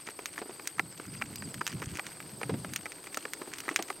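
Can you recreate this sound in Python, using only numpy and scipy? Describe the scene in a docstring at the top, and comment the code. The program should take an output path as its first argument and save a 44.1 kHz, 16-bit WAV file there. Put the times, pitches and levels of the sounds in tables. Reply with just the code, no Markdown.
"""A horse walks briskly along a paved country road, heard from the cart it pulls.
Each hoof lands with a hollow clop, often heel then toe: a blow, ringing wall modes, a short grind.
Stones snap under wheels and shoes, bumps knock the wooden cart, the wheels rush and crunch over grit.
Insects chirp in the verge and gusts rumble on the microphone."""
import sys
import numpy as np
from scipy import signal
from scipy.fft import rfft, irfft
from scipy.io import wavfile
from scipy.ndimage import map_coordinates

SR = 44100
rng = np.random.default_rng(int(sys.argv[2]) if len(sys.argv) > 2 else 0)


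def file_out(sig):
    """Save sig as 16-bit WAV at sys.argv[1]."""
    # one column per channel
    cols = np.atleast_2d(sig).T
    # limit, then scale
    lim = np.clip(cols, -1, 1)
    pcm = np.round(lim * 32767).astype(np.int16)
    wavfile.write(sys.argv[1], SR, pcm)


N = 176400

# hoof contacts: start_s, relative_db, pitch_hz, hollow_relative_db
HOOF_CONTACTS = [(0.074, -26.5, 1980, -1.5), (0.087, -24.5, 1250, -1), (0.191, -27, 945, 1.5),
                 (0.379, -21, 1780, -14), (0.388, -27, 1320, -1.5), (0.596, -28.5, 1490, -3.5),
                 (0.783, -25, 1330, -21), (0.795, -8, 1980, -13), (0.998, -30, 1130, 6),
                 (1.215, -22, 1360, -10), (1.2212, -14.5, 2200, -18), (1.423, -25, 1630, -6),
                 (1.61, -22, 1320, -9), (1.614, -14, 1350, -9), (1.819, -26, 1180, 4.5),
                 (1.826, -23, 1230, -5), (1.987, -26.5, 1330, -0.5), (1.995, -16, 2050, -25),
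                 (2.203, -25.5, 1640, -17), (2.414, -25.5, 1450, 5), (2.432, -17.5, 2320, -4),
                 (2.647, -24.5, 1200, 2), (2.857, -22, 2120, -7), (2.863, -25.5, 1960, -10),
                 (3.07, -28, 1910, -5), (3.172, -21, 1340, 1), (3.253, -19, 1740, -3.5),
                 (3.419, -27, 1650, -9), (3.68, -21.5, 1310, 1), (3.69, -13.5, 1970, -30),
                 (3.902, -18, 1950, -2.5)]
# hoof wall modes: pitch_hz, gain_db, t60_s
WALL_MODES = [(810, -1, 0.03), (1306, 4, 0.027), (1816, -2, 0.01), (2270, -6.5, 0.01)]
# hoof click spectrum: freq_hz, gain_db
HOOF_EQ = [(80, -42), (300, -17), (700, -1), (1300, 7.5), (2300, 6.5), (3300, -5), (6000, -8), (16000, -18)]
# snapping stones: start_s, relative_db, pitch_hz, crack_relative_db
STONE_SNAPS = [(0.258, -17, 2200, 11), (0.674, -14, 2260, 19.5), (1.358, -22.5, 2940, 20.5),
               (1.543, -23.5, 1930, 10), (1.667, -15, 1730, 6), (1.677, -16.5, 1640, 12),
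               (1.955, -26, 2600, -10), (1.972, -23, 2550, 10), (2.067, -23.5, 2370, 6),
               (2.736, -20.5, 1880, 15), (2.761, -13.5, 3040, 12.5), (2.92, -26.5, 2430, 2),
               (3.145, -20.5, 2390, 9), (3.173, -18.5, 1370, 19), (3.335, -17.5, 2080, 11),
               (3.537, -22, 2350, -27), (3.585, -24.5, 3020, 14), (3.604, -23, 2930, 15.5),
               (3.7613, -6.5, 2500, 4.5), (3.825, -20, 3260, 20)]
# stone click spectrum: freq_hz, gain_db
STONE_EQ = [(120, -15), (600, -18), (1500, 2), (2400, 5.5), (4300, -2.5), (6600, 1), (9000, -8.5),
            (16000, -24)]
# treble crack spectrum: freq_hz, gain_db
CRACK_EQ = [(1000, -72), (4000, -3), (6600, 4.5), (9000, -2.5), (16000, -7)]
# cart knocks: start_s, relative_db, pitch_hz
CART_KNOCKS = [(0.417, -20, 436), (0.457, -29, 410), (0.494, -25, 382), (2.495, -13.5, 457),
               (2.54, -18.5, 292), (3.416, -23, 386), (3.475, -25.5, 355), (3.711, -20.5, 330),
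               (3.791, -15, 336)]
# thud spectrum of cart body and hoof hollow: freq_hz, gain_db
THUD_EQ = [(60, -41), (230, -3), (420, 1), (600, -4), (900, -6.5), (2000, -16), (5000, -26), (16000, -59)]
# rolling wheel envelope: time_s, level_db
ROLL_LEVELS = [(0, -57.5), (.45, -53.5), (.7, -55.5), (1.3, -53.5), (3, -53.5), (3.65, -51), (4, -53)]
# rolling wheel spectrum: freq_hz, gain_db
ROLL_EQ = [(30, -8), (80, -8), (150, -22), (295, 12.5), (600, 3.5), (1000, 0.5), (2100, -9), (3300, -8.5),
           (4500, -6), (6300, -12.5), (10500, -12.5), (15500, -19)]
# insect choruses: pitch_hz, spread_ratio, chirps_per_s, chirp_s, fall_ratio, pulse_db, level_db
CHORUSES = [(8503, 0.0327, 420, 0.00743, 0.063, 0.8, -53), (8845, 0.0142, 19, 0.034, 0.111, -0.5, -56.5),
            (12480, 0.025, 450, 0.0057, 0.022, 5, -65), (4850, 0.056, 160, 0.0123, 0.1, 0, -63)]
# near insect phrases: start_s, pitch_hz, chirps_per_s, level_db
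NEAR_PHRASES = [(0.575, 4920, 22, -54), (1.08, 5050, 21, -51.5), (1.355, 4970, 25, -48),
                (1.376, 8140, 16.5, -42.5), (1.607, 5030, 24.2, -49.5)]
# wind gusts: centre_s, level_db, half_width_s
WIND_GUSTS = [(0.838, -51.5, 0.06), (1.226, -46.5, 0.2), (1.464, -43, 0.041), (1.581, -38.5, 0.022),
              (1.749, -28.5, 0.011), (1.79, -43.5, 0.082), (1.874, -33, 0.0088), (1.935, -33.5, 0.023),
              (2.34, -54, 0.33), (2.541, -37.5, 0.051), (2.706, -47, 0.07)]
# wind rumble spectrum: freq_hz, gain_db
WIND_EQ = [(30, -42), (70, -9.5), (115, -1), (172, 0.5), (240, -5), (400, -17.5), (950, -103)]

HOOF_GAIN_DB, STONE_GAIN_DB, KNOCK_GAIN_DB = 10.5, 9.5, 11
SOLE_CUTOFF_HZ, ECHO_S, GRIND_T60_S = 2960, 0.00245, 0.018
GRIT_PER_S, GRIT_OVER_RUSH_DB = 250, 15
PULSE_HZ, OVERTONE_RATIO = 11.5, 1.47
BREEZE_DB, BAND_LIMIT_HZ = -63, 15950


def hooves():
    """Each contact rings the hoof wall and hollow, echoes briefly, grinds and scuffs on the road."""
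    out, click, thud = np.zeros((2, N)), impulse(HOOF_EQ), impulse(THUD_EQ)
    sole = signal.butter(4, SOLE_CUTOFF_HZ, fs=SR, output="sos")  # the sole softens the blow
    for start_s, db, hz, hollow_db in HOOF_CONTACTS:
        wall = norm(sum(amp(rng.normal(mode_db, 2)) * ring(mode_hz * rng.normal(1, 0.03), t60_s)
                        for mode_hz, mode_db, t60_s in WALL_MODES))
        strike = pop(hz, t60_s=0.004, cut_hz=710)
        blow = strike + amp(-3) * wall
        add(blow, ECHO_S * rng.uniform(0.8, 1.33), amp(-6) * strike)  # quick echo off the road
        blow = norm(signal.sosfilt(sole, blow))
        grind_db = -4.5 - 0.45 * (db + 22.5)  # lighter steps drag more
        grind = amp(grind_db) * crunch(click, GRIND_T60_S)
        hollow = amp(hollow_db - 1) * crunch(thud, t60_s=0.03)
        clop = place(norm(blow + grind) + hollow, crunch(click, GRIND_T60_S), side_db=-26)
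        add(out, start_s, amp(db + HOOF_GAIN_DB) * clop)
        add(out, start_s, amp(-28) * crunch(click, t60_s=0.06))  # scuff
    return out


def stones():
    """A pinched stone pops, cracks in the treble and sprays grit."""
    out, click, bright = np.zeros((2, N)), impulse(STONE_EQ), impulse(CRACK_EQ)
    for start_s, db, hz, crack_db in STONE_SNAPS:
        spray = amp(-14) * crunch(click, t60_s=0.014) + amp(1) * crunch(click, t60_s=0.043)
        body = norm(pop(hz, t60_s=0.0031, cut_hz=690) + amp(5.5) * click + spray)
        crack = norm(bright + amp(6) * crunch(bright, t60_s=0.015))
        snap = norm(body + amp(crack_db - 14.5) * crack)
        side = crunch(bright, t60_s=0.011)
        add(out, start_s, amp(db + STONE_GAIN_DB) * place(snap, side, side_db=-22))
    return out


def cart():
    """Bumps knock the wooden body, which rings and shudders."""
    out, thud = np.zeros(N), impulse(THUD_EQ)
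    for start_s, db, hz in CART_KNOCKS:
        body = pop(hz, t60_s=0.045, cut_hz=160) + amp(-6) * thud
        shudder = amp(1) * crunch(thud, t60_s=0.075)
        rattle = amp(-12.5) * crunch(impulse(HOOF_EQ), t60_s=0.055)
        add(out, start_s, amp(db + KNOCK_GAIN_DB) * norm(body + shudder + rattle))
    return out


def wheels():
    """Wheels rush over the coarse road and crunch through patches of fine grit."""
    rush = amp(1.6 * wobble(30.48)) * place(noise(ROLL_EQ), noise(ROLL_EQ), side_db=-13.5)
    grit, clicks = np.zeros((2, N)), [impulse(STONE_EQ), impulse(HOOF_EQ)] * 10
    for click in clicks:
        when, size, pan = rng.random((int(GRIT_PER_S * N / SR / len(clicks)), 3)).T
        gain = amp(3.3 * np.minimum(-np.log(1 - size), 3.5))  # many small grains, few large
        stereo_gains = place(gain, (2 * pan - 1) * gain, side_db=-11)
        hits = np.array([np.bincount((when * N).astype(int), g, N) for g in stereo_gains])
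        grain = crunch(click, t60_s=0.013)
        grit += signal.oaconvolve(hits, grain[None], axes=1)[:, :N]
    patches_db = 3.3 * wobble(20.82)
    level_db = np.interp(np.arange(N) / SR, *np.transpose(ROLL_LEVELS))
    return amp(level_db) * (rush + grit * amp(GRIT_OVER_RUSH_DB + patches_db))


def wind():
    """Gusts over a light breeze buffet the microphone in quick lumps."""
    t = np.arange(N) / SR
    gusts = sum(amp(db) * np.exp(-((t - centre_s) / half_s) ** 2) for centre_s, db, half_s in WIND_GUSTS)
    lumps = amp(2.5 * wobble(35.9))
    rumble = place(noise(WIND_EQ), noise(WIND_EQ), side_db=-22)
    return (amp(BREEZE_DB) + gusts) * unit(lumps * rumble)


def insects():
    """Shimmering choruses, some pulsing, and three-chirp phrases close by."""
    pulse = np.sin(2 * np.pi * PULSE_HZ * np.arange(N) / SR + wobble(2.14))
    out = sum(amp(db + pulse_db * pulse) * chorus(hz, spread, per_s, chirp_s, fall)
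              for hz, spread, per_s, chirp_s, fall, pulse_db, db in CHORUSES)
    for start_s, hz, per_s, db in NEAR_PHRASES:
        for k in range(3):
            add(out, start_s + k / per_s, amp(db) * chirp(hz, length_s=0.028, fall=560 / hz))
    return out


def chorus(hz, spread, per_s, chirp_s, fall):
    """Chirps scattered in time, pitch, level and pan; rms 1."""
    out = np.zeros((2, N))
    for k, (late, tune, size, pan) in enumerate(rng.standard_normal((int(per_s * N / SR), 4))):
        note = amp(2 * size) * chirp(hz * (1 + spread * tune), chirp_s, fall)
        add(out, (k + 0.092 * late) / per_s, place(note, (pan + 0.48) * note, side_db=-10.5))
    return unit(out)


def chirp(hz, length_s, fall):
    """A thin tone whose pitch flutters and sags."""
    u = np.linspace(0, 1, int(SR * length_s))
    flutter = 0.014 * np.interp(u, np.linspace(0, 1, 20), rng.standard_normal(20))
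    phase = 2 * np.pi * np.cumsum(hz * (1 + flutter - fall * u ** 2)) / SR
    return np.sin(np.pi * u) * (np.sin(phase) + amp(-23) * np.sin(OVERTONE_RATIO * phase))


def ring(hz, t60_s):
    """Damped mode that swells over its first cycle; energy 1."""
    decay = fade(t60_s)
    cycles = hz * np.arange(len(decay)) / SR
    return norm(np.sin(2 * np.pi * cycles) * (1 - np.exp(-2 * cycles)) * decay)


def pop(hz, t60_s, cut_hz):
    """High-passed damped mode; energy 1."""
    highpass = signal.butter(2, cut_hz, "high", fs=SR, output="sos")
    return norm(signal.sosfilt(highpass, ring(hz, t60_s)))


def crunch(click, t60_s):
    """Dying shower of tiny contacts, each sounding the click; energy 1."""
    contacts = rng.standard_normal(len(click)) * fade(t60_s)
    return norm(signal.fftconvolve(contacts, click)[:len(click)])


def impulse(eq, size=4096):
    """Minimum-phase click with spectrum eq; energy 1."""
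    cepstrum = irfft(np.log(bin_gains(eq, size)))
    cepstrum[1:size // 2] *= 2
    cepstrum[size // 2 + 1:] = 0
    return norm(irfft(np.exp(rfft(cepstrum))))


def noise(eq):
    """Noise with spectrum eq; rms 1."""
    return unit(irfft(rfft(rng.standard_normal(N)) * bin_gains(eq, N), N))


def bin_gains(eq, size):
    """Gain per FFT bin, interpolated over log frequency."""
    hz, db = np.transpose(eq)
    return amp(np.interp(np.log(np.fft.rfftfreq(size, 1 / SR) + 1), np.log(hz + 1), db))


def fade(t60_s, size=4096):
    """Exponential decay."""
    return np.exp(-np.log(1000) * np.arange(size) / SR / t60_s)


def wobble(knots_per_s):
    """Smooth random curve."""
    return map_coordinates(rng.standard_normal(1024), [np.arange(N) * knots_per_s / SR], mode="wrap")


def amp(db):
    """Decibels to gain."""
    return 10 ** (np.asarray(db) / 20)


def unit(x):
    """Scale to rms 1."""
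    return x / np.sqrt(np.mean(x ** 2) + 1e-20)


def norm(x):
    """Scale to energy 1."""
    return x / np.sqrt(np.sum(x ** 2) + 1e-20)


def place(mid, side, side_db):
    """Mid and side to left and right."""
    return np.array([mid + amp(side_db) * side, mid - amp(side_db) * side])


def add(track, start_s, x):
    """Mix x into track at start_s."""
    part = track[..., max(0, round(start_s * SR)):][..., :x.shape[-1]]
    part += x[..., :part.shape[-1]]


def scene():
    """Horse, cart and wind slightly to the right, insects around them."""
    balance = amp([[-0.35], [0.35]])
    return (hooves() + stones() + cart() + wheels() + wind()) * balance + insects()


def record(dry):
    """Brick-wall low-pass."""
    return irfft(rfft(dry) * (np.fft.rfftfreq(N, 1 / SR) < BAND_LIMIT_HZ), N)


dry = scene()
out = record(dry)
file_out(out)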